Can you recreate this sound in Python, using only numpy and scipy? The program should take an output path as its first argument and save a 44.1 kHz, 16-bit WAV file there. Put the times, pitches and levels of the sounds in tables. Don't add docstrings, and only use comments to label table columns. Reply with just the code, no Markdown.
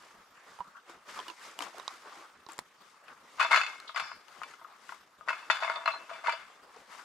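import sys
import numpy as np
from scipy import signal
from scipy.io import wavfile
from scipy.ndimage import uniform_filter1d

SR = 44100
rng = np.random.default_rng(int(sys.argv[2]) if len(sys.argv) > 2 else 0)


def dump_mix(stems):
    frames = np.atleast_2d(stems).T
    limited = np.clip(frames, -1, 1)
    pcm = np.round(limited * 32767).astype(np.int16)
    wavfile.write(sys.argv[1], SR, pcm)


N = 310816


def gain_of(db):
    return 10 ** (np.asarray(db) / 20)


def unit_level(x):
    return x / np.sqrt(np.mean(abs(x) ** 2) + 1e-20)


def look_up(points, hz):
    f, value = np.transpose(points)
    return np.interp(np.log(hz + 1), np.log(f + 1), value)


def sides(pan_db):
    return gain_of([pan_db / 2, -pan_db / 2])


def swell_db(t, start, hold, rise_db_per_s, fall_db_per_s):
    return -rise_db_per_s * np.maximum(start - t, 0) - fall_db_per_s * np.maximum(t - start - hold, 0)


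def noise(colour, likeness, patchy_db, flicker_db, size):
    hop = size // 4
    frames, hz = N // hop + 5, np.fft.rfftfreq(size, 1 / SR)
    a, b, c, d, patches = rng.standard_normal((frames, len(hz), 5)).T
    patches = uniform_filter1d(patches, size=size // 64, axis=0)
    patches = unit_level(uniform_filter1d(patches, size=12, axis=1))
    flicker = unit_level(uniform_filter1d(rng.standard_normal(frames), size=3))
    alike = np.clip(look_up(likeness, hz), -1, 1)[:, None]
    left = a + 1j * b
    spectra = np.array([left, alike * left + np.sqrt(1 - alike ** 2) * (c + 1j * d)])
    spectra *= gain_of(colour(hz)[..., None] + patchy_db * patches + flicker_db * flicker)
    return unit_level(signal.istft(spectra, nperseg=size, noverlap=size - hop)[1][:, :N])


def ring(drive, hz, t60, rise=0.00016):
    turn = np.exp(2j * np.pi * np.cumsum(hz * np.ones(drive.shape[-1])) / SR)
    swell, decay = np.exp(-1 / (rise * SR)), np.exp(-np.log(1000) / t60 / SR)
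    return (turn * signal.lfilter([1 - swell], np.poly([swell, decay]), drive * turn.conj())).imag


def thin(x, low_hz, high_hz):
    no_bass = signal.sosfilt(signal.butter(3, low_hz, "high", fs=SR, output="sos"), x)
    return signal.sosfilt(signal.butter(2, high_hz, fs=SR, output="sos"), no_bass)


# f/Hz, relative level/dB
BODY_COLOUR = [(35, -62), (60, -46), (336, -9), (373, -11.5), (407, -10.5), (610, -7.5), (930, -3.5),
               (1130, 0.5), (4000, -21.5), (5200, -22), (8800, -120)]
HISS_COLOUR = [(1180, -35), (2000, -1), (2380, -8.5), (3660, -8), (4090, -11), (4820, -8), (7610, -12.5),
               (13100, -25.5), (15700, -38)]
# f/Hz, likeness (1 = the same)
CLOSE_LIKENESS = [(60, 0.6), (240, 1), (950, 0.79), (3770, .6), (15000, 0.3)]
# peak t/s, rise/s, hold/s, body/dB, hiss/dB, pan/dB
STROKES = [(0, .03, 0.11, -58.5, -63.5, 0), (0.499, 0.25, 0.058, -56.5, -62, -1),
           (0.893, 0.033, 0.016, -51, -60, 0.5), (1.091, 0.044, 0.097, -47, -52, 2),
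           (1.266, .03, 0.037, -59, -58, 7), (1.432, 0.12, 0.051, -50.5, -52.5, 1),
           (1.619, 0.055, 0.01, -42.5, -48, 7), (1.762, 0.14, 0.037, -51, -57.5, -4),
           (1.897, 0.18, 0.066, -54, -56.5, 1.5), (2.056, 0.035, 0.033, -50.5, -63, 1.5),
           (2.128, 0.19, 0.08, -52.5, -58.5, 1), (2.342, 0.016, 0.013, -60.5, -89, -4),
           (2.492, 0.0069, 0.01, -50.5, -56, 3.5), (2.572, .03, 0.012, -57.5, -68, 0),
           (2.873, .2, 0.033, -68, -64.5, 15), (3.098, 0.092, 0.015, -52, -69, 2),
           (3.354, 0.25, 0.4, -57.5, -60.5, 1.5), (4.342, 0.24, .08, -56, -62, 6.5),
           (4.478, .05, 0.037, -56, -60.5, 3.5), (4.67, 0.077, 0.084, -60, -77, 4.5),
           (4.913, 0.23, 0.015, -55, -57.5, 7.5), (5.272, 0.018, 0.94, -55, -63, 1),
           (6.757, 0.088, 0.05, -58.5, -65, 4), (6.918, 0.066, 0.072, -52, -57, 6)]

def rustle():
    t = np.arange(0, N + 64, 64) / SR
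    start, rise, hold, body_db, hiss_db, pan_db = np.transpose(STROKES)[..., None]
    shape_db = swell_db(t, start, hold, 20 / rise, 20 / (0.11 + hold))
    body_power, hiss_power = gain_of(shape_db + body_db) ** 2, gain_of(shape_db + hiss_db) ** 2
    stir_body, stir_hiss = gain_of([-65.5, -72]) ** 2
    body_total, hiss_total = body_power.sum(0) + stir_body, hiss_power.sum(0) + stir_hiss
    pan_db = ((pan_db * body_power).sum(0) + stir_body) / body_total
    curves = np.sqrt(body_total), np.sqrt(hiss_total), pan_db
    body_gain, hiss_gain, pan_db = (np.interp(np.arange(N) / SR, t, c) for c in curves)
    body = noise(lambda hz: look_up(BODY_COLOUR, hz), CLOSE_LIKENESS, 2.5, flicker_db=1.5, size=512)
    hiss = noise(lambda hz: look_up(HISS_COLOUR, hz), CLOSE_LIKENESS, 1.0, flicker_db=1.5, size=256)
    return sides(pan_db) * (body_gain * body + hiss_gain * hiss)


# f/Hz, relative level/dB
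HUSH_COLOUR = [(12, -55), (20, -24), (113, -11), (141, -20.5), (191, -1), (226, -8), (275, -10.5),
               (568, -5), (730, -11.5), (1240, 1.5), (2110, -13), (3790, -15), (15700, -33.5)]
# f/Hz, likeness
HUSH_LIKENESS = [(60, 0.9), (240, 0.99), (950, 0.84), (3770, 0.067), (15000, 0.063)]
# f/Hz, pan/dB
HUSH_PAN = [(60, 2), (240, -3), (950, 3), (3770, -3.5), (15000, 17.5)]

def hush():
    colour = lambda hz: look_up(HUSH_COLOUR, hz) + np.outer([.5, -.5], look_up(HUSH_PAN, hz))
    return gain_of(-62.5) * noise(colour, HUSH_LIKENESS, patchy_db=4.5, flicker_db=3.0, size=1024)


# t/s, mid level/dB, mid f/Hz, high level/dB, high f/Hz, relative snap/dB, mid t60/s, pan/dB
TICKS = [(0.589, -43, 915, -62, 2960, -63.5, 0.06, -11), (0.605, -32, 980, -52, 2960, -71, 0.059, -6.5),
         (0.897, -43, 980, -71, 3400, -58, .03, 3), (1.19, -34, 1018, -37.5, 3310, -65, 0.055, -8.5),
         (1.201, -41, 1020, -40, 3170, -61, 0.045, 10), (1.282, -45, 987, -36.5, 2900, -48.5, 0.12, -5),
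         (1.3, -45.5, 983, -42.5, 2740, -60, 0.077, -17), (1.59, -36.5, 940, -29.5, 2930, -39, 0.042, -5.5),
         (1.606, -35, 1060, -36, 2300, -61, 0.027, 15), (1.623, -34, 990, -27, 3130, -42, 0.045, -1),
         (1.745, -44.5, 696, -67, 2820, -71, 0.065, 3), (1.783, -43, 840, -56, 3700, -53, 0.028, 13),
         (1.798, -31, 1030, -37, 3740, -59, 0.031, -5), (1.879, -28.5, 1138, -25.5, 3850, -67, 0.036, -6.5),
         (2.056, -44, 940, -63, 2770, -73, .028, 5), (2.465, -41.5, 1080, -44, 4000, -103, 0.033, -7),
         (2.488, -42.5, 916, -53, 4870, -56, 0.06, 4), (2.52, -52, 930, -43.5, 7500, -60, 0.036, 15),
         (2.533, -68, 1360, -43, 7400, -69, .027, 16), (2.581, -54, 1000, -43, 7400, -51, .02, 8),
         (2.59, -27, 940, -41, 3500, -33, 0.0071, -9.5), (2.595, -53, 1000, -44, 7400, -50, .025, 12),
         (3.082, -51, 1500, -52.5, 2540, -89, .12, 15), (3.801, -42, 1290, -40, 4240, -56, 0.043, 4),
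         (4.283, -54, 1280, -52.5, 2830, -66, 0.037, 18), (6.764, -51, 790, -61, 5540, -78, 0.06, 10)]

def grit():
    out, t = np.zeros((2, N)), np.arange(4000) / SR
    for s, mid_db, mid_hz, high_db, high_hz, snap_db, t60, pan_db in TICKS:
        rough = rng.standard_normal((4, len(t)))
        fade = gain_of(-60 * t / t60)
        mid = np.sin(2 * np.pi * mid_hz * t) + .5 * unit_level(ring(rough[0], mid_hz, 0.023))
        high = np.sin(2 * np.pi * high_hz * t)
        high += 0.48 * unit_level(ring(rough[1], 1.31 * high_hz, 0.0012, rise=.00003))
        snap = gain_of(snap_db + 10 - 60 * t / min(.007, 0.73 * t60)) * (rough[2:] + 0.49 * rough[2])
        rings = gain_of(mid_db) * fade * mid + gain_of(high_db) * fade ** 2.8 * high
        part = out[:, round(s * SR):][:, :len(t)]
        part += sides(pan_db)[:, None] * thin(rings + snap, low_hz=385, high_hz=9000)
    return out


# t/s, relative level/dB, time scale/s, pan/dB
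JOLTS = [(0.6, -48, 0.0017, -13), (2.466, -49, 0.00084, -14), (2.589, -33, 0.00055, -6),
         (3.4, -51, 0.0014, 4), (3.51, -64, .002, -2), (5.5, -56, 0.0018, 5)]

def jolts():
    out = np.zeros((2, N))
    for s, db, scale_s, pan_db in JOLTS:
        age = np.arange(0, 12, 1 / SR / scale_s)
        part = out[:, round(s * SR):][:, :len(age)]
        part += sides(pan_db)[:, None] * gain_of(db) * age * (2 - age) * np.exp(-age)
    return out


# t/s, level/dB, f/Hz
PAW_BUMPS = [(0.604, -53, 179), (0.897, -46.5, 343), (1.2, -49, 414), (1.283, -47.5, 330),
             (1.3, -48.5, 327), (1.591, -65, 324), (1.623, -53, 320), (1.783, -47, 403),
             (2.056, -47.5, 426), (2.466, -59, 401), (2.487, -49, 334), (6.764, -47, 448)]

def paws(rise_s=0.0013, t60=0.084):
    out, t = np.zeros((2, N)), np.arange(4000) / SR
    for s, db, hz in PAW_BUMPS:
        loudness = gain_of(db - 60 * t / t60) * (1 - np.exp(-t / rise_s))
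        out[:, round(s * SR):][:, :len(t)] += loudness * np.sin(2 * np.pi * hz * t)
    return out


# t/s, relative skid/dB, relative rocking/dB, hardness/(dB per octave), boosted f/Hz
NUDGES = [(3.379, -34, -73, -6, 1220), (3.397, -25, -28.5, 1.5, 2560), (3.51, -26, -26, 3.5, 2150),
          (3.96, -35, -37, 4, 2330), (5.285, -49, -35, -0.5, 2530), (5.507, -41, -27.5, 0.5, 3660),
          (5.625, -46, -32.5, 0, 2150), (5.7, -38, -29.5, -4.5, 2180), (5.76, -40, -33.5, -9.5, 3550),
          (5.879, -24.5, -31.5, -7, 2650), (6.097, -46, -37, -3, 670), (6.241, -50, -39.5, 4, 2150),
          (6.266, -28, -37, 0, 2090), (6.29, -29.5, -40, -1.5, 2940)]
DISH_SPAN_S = 3.3, 6.8

def chatter(touches_per_s=900):
    start, end = (round(s * SR) for s in DISH_SPAN_S)
    at = start + np.flatnonzero(rng.random(end - start) < touches_per_s / SR)
    t = at / SR
    s, skid_db, rocking_db, hardness_db, hz = np.transpose(NUDGES)[..., None]
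    power = gain_of(skid_db + swell_db(t, s, 0, 3000, fall_db_per_s=284)) ** 2
    power += gain_of(rocking_db + swell_db(t, s, 0, 3000, fall_db_per_s=101.5)) ** 2
    lead = power.argmax(0)
    since = np.maximum(t - s[lead, 0], 0)
    hardness_db = hardness_db[lead, 0] + 3 * (1 - np.exp(-since / 0.02))
    uneven_db = 2.52 * np.minimum(rng.exponential(1, len(at)), 3.5)
    size_db = 10 * np.log10(power.sum(0) + 1e-30) + uneven_db - 20.5
    thud_db, scratch_db, boost_db = np.outer([-1.5, 4, 10.5], np.ones(len(at)))
    return at, size_db, hardness_db, thud_db, scratch_db, hz[lead, 0], boost_db


# t/s, relative blow/dB, hardness/(dB per octave), extra ring/dB, boosted f/Hz
KNOCKS = [(3.399, -13, -3, -5, 1134), (3.405, -8.5, 3, -3.5, 1190), (3.412, -2.5, -1, -13, 2580),
          (3.426, -7, 2, -5.5, 4340), (3.448, -14.5, -7, 3, 3520), (3.51, -10.5, -6.5, -0.5, 2140),
          (3.53, -6.5, -2.5, 1.5, 2150), (3.544, -10.5, 8.5, -9, 2060), (3.56, -7, 8, -11, 2536),
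          (3.574, -7.5, 1.5, 0, 1550), (3.613, -14, 6.5, -6, 2560), (3.634, -23.5, 5.5, 3, 2260),
          (3.664, -32.5, 7.5, 4.5, 2600), (3.893, -23, -2.5, -5, 1264), (3.946, -34, -1.5, 11, 4950),
          (3.961, -11, 2, -10.5, 2090), (3.974, -20.5, 8.5, -13, 2090), (3.998, -10, 2.5, -10, 2340),
          (4.035, -28.5, 1, 2.5, 2230), (4.116, -23, -3.5, -2.5, 5140), (4.417, -23.5, -4, -7, 1243),
          (4.434, -20.5, 2, -6, 2330), (4.537, -28, 1, -11, 2000), (4.614, -37.5, -9, 3.5, 3540),
          (4.646, -26, -7.5, -10, 1241), (4.892, -20.5, 0, -13, 1920), (4.922, -24, -3, -6.5, 976),
          (5.21, -35.5, -10, -4, 1245), (5.277, -22, -14.5, -3, 1880), (5.285, -14, 1, -3, 1900),
          (5.291, -15.5, 5, -9.5, 2603), (5.304, -9.5, -4.5, -10.5, 958), (5.329, -16, -3, -4, 2564),
          (5.427, -33, -4, -4, 2620), (5.5, -7, -1, -0.5, 1910), (5.504, -14, 8.5, -9, 3526),
          (5.511, -16.5, 8.5, -6, 2540), (5.624, -13, -5, 0, 3650), (5.634, -18, 2.5, -3, 2540),
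          (5.646, -20.5, -2.5, 5.5, 3650), (5.678, -22, -5, 6.5, 2100), (5.698, -9, -4.5, -3.5, 4600),
          (5.758, -25.5, -1, 8.5, 3570), (5.858, -11, -3, 2, 4220), (5.877, -8, -4, 0.5, 2577),
          (5.936, -26, -4.5, 2, 4100), (5.961, -27, -13, -4, 2060), (6.095, -26.5, 3, -16, 1130),
          (6.112, -27.5, -7, -0.5, 670), (6.134, -32, 3, 0, 2330), (6.161, -28, 4, -14, 1950),
          (6.241, -26, -13.5, 1.5, 2140), (6.262, -15, -11, -2, 1310), (6.271, -17.5, 0.5, 4.5, 2086),
          (6.282, -29, -23, 3, 942), (6.294, -13.5, 3.5, -5.5, 2330), (6.323, -21.5, 3, 3, 4630),
          (6.334, -23.5, -19.5, -4, 4530)]

def knocks():
    s, blow_db, hardness_db, ring_db, boosted_hz = np.transpose(KNOCKS)
    size_db = blow_db - 15.5 + ring_db
    thud_db, scratch_db, boost_db = 4 - ring_db, -6 - ring_db, np.full(len(s), 16.5)
    return np.round(s * SR), size_db, hardness_db, thud_db, scratch_db, boosted_hz, boost_db


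# f/Hz, relative level/dB, t60/s, pan/dB
DISH_TONES = [(659.6, -11.5, 0.08, 5.5), (936, -8.5, 0.095, -5), (984, -8, 0.042, 10), (1135, -5, 0.056, 8),
              (1241, -6, 0.079, 8.5), (1430, -46, 0.065, -20), (1595, -29.5, 0.089, 1),
              (1703, -17, 0.11, 18.5), (1923, -14, 0.054, 9), (2055, -13.5, 0.11, 9.5),
              (2153, -12, 0.14, 7), (2343, -20.5, 0.17, 5), (2570, -16, 0.066, -8), (2642, -12.5, 0.14, 2),
              (2942, -22.5, 0.071, 28), (3350, -28, 0.19, -11), (3476, -22.5, 0.23, 8),
              (3572, -18.5, 0.12, -9.5), (4180, -20, 0.12, -2), (4506, -18, 0.05, -11.5),
              (4700, -22.5, 0.13, 0), (4960, -26, 0.11, 6), (5120, -39, 0.27, -24), (5900, -23, 0.031, -5),
              (6700, -32, 0.059, -14), (7160, -29, 0.066, 9), (8170, -40, .015, 10)]
# f/Hz, relative level/dB, t60/s
THUD_TONES = [(1070, -11, 0.078), (1407, -1.5, 0.023), (2430, -10, 0.0063)]
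# f/Hz, relative level/dB
SCRATCH_COLOUR = [(120, -74), (200, -31), (655, -6.5), (1460, 8.5), (2000, -7.5), (2190, -1), (3210, -12.5),
                  (7430, -22), (12600, -34.5), (15700, -46)]

def dish():
    touches = np.hstack([knocks(), chatter()])
    at, size_db, hardness_db, thud_db, scratch_db, boosted_hz, boost_db = touches
    start, end = (round(s * SR) for s in DISH_SPAN_S)
    at, length = at.astype(int) - start, end - start
    tones = DISH_TONES + [(hz, db, t60, 7.) for hz, db, t60 in THUD_TONES]
    level_luck, phase_luck, sign_luck = rng.standard_normal((len(at), len(tones), 3)).T
    bends = rng.standard_normal((240, len(tones)))
    out = np.zeros((2, N))
    for k, (hz, db, t60, pan_db) in enumerate(tones):
        lift_db = boost_db * np.exp(-(np.log(hz / boosted_hz) / 0.03) ** 2)
        tone_db = db + size_db + hardness_db * np.log2(hz / 1300) + lift_db
        tone_db += 3 * level_luck[k] if k < len(DISH_TONES) else thud_db + 1.5 * level_luck[k]
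        phase = np.outer([0, np.clip(hz / 2600, 0, 1.6)], phase_luck[k])
        direction = np.sign(sign_luck[min(k, len(DISH_TONES))])
        drive = np.zeros((2, length), complex)
        drive[:, at] = gain_of(tone_db) * direction * np.exp(1j * phase)
        bend = np.interp(np.linspace(0, len(bends) - 1, length), range(len(bends)), bends[:, k])
        out[:, start:end] += sides(pan_db)[:, None] * ring(drive, hz * (1 + 0.0061 * bend), t60)
    touch_power = np.zeros(N)
    touch_power[at + start] = gain_of(size_db + scratch_db + 1.18 * hardness_db) ** 2
    fade = np.exp(-1 / (0.0038 * SR))
    burst = np.sqrt(signal.lfilter([1], [1, -fade], touch_power))
    scratch = noise(lambda hz: look_up(SCRATCH_COLOUR, hz), CLOSE_LIKENESS, -1.5, -0.5, size=256)
    return thin(out + burst * sides(4.3)[:, None] * scratch, low_hz=540, high_hz=13000)


# start t/s, end t/s, start f/Hz, end f/Hz, relative width/Hz (narrow squeaks), level/dB
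SWISHES = [(3.874, 3.95, 4300, 3400, 2400, -44), (4.025, 4.22, 5500, 4880, 600, -48.5),
           (5.913, 5.987, 4085, 4174, 40, -37.5)]

def swishes():
    out = np.zeros((2, N))
    for start, end, start_hz, end_hz, width_hz, level_db in SWISHES:
        along = np.arange(0, 1, 1 / SR / (end - start))
        hz = start_hz + (end_hz - start_hz) * along ** 0.26
        rub = unit_level(ring(rng.standard_normal((2, len(along))), hz, t60=5.1 / width_hz))
        part = out[:, round(start * SR):][:, :len(along)]
        part += gain_of(level_db - 20 * along) * np.minimum(along / 0.071, 1) * rub
    return out


def wall_echo(x, t60=0.14):
    echoes = np.zeros((2, 12000))
    at = np.arange(300, 11980, 20) + rng.integers(0, 20, (2, 584))
    np.put_along_axis(echoes, at, rng.choice([-1., 1.], at.shape), 1)
    echoes *= gain_of(-60 * np.arange(12000) / SR / t60)
    return signal.oaconvolve(x, echoes / np.linalg.norm(echoes[0]), axes=1)[:, :N]


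def scene():
    near = dish() + swishes() + grit() + paws()
    return near + gain_of(-20.5) * wall_echo(near) + jolts() + rustle() + hush()


def record(dry):
    top = signal.oaconvolve(dry, signal.firwin(127, 13900, pass_zero=False, fs=SR)[None], "same")
    dulled = dry - (1 - gain_of(-5)) * top
    return signal.oaconvolve(dulled, signal.firwin(511, 15750, window=("kaiser", 9), fs=SR)[None], "same")


dry = scene()
out = record(dry)
dump_mix(out)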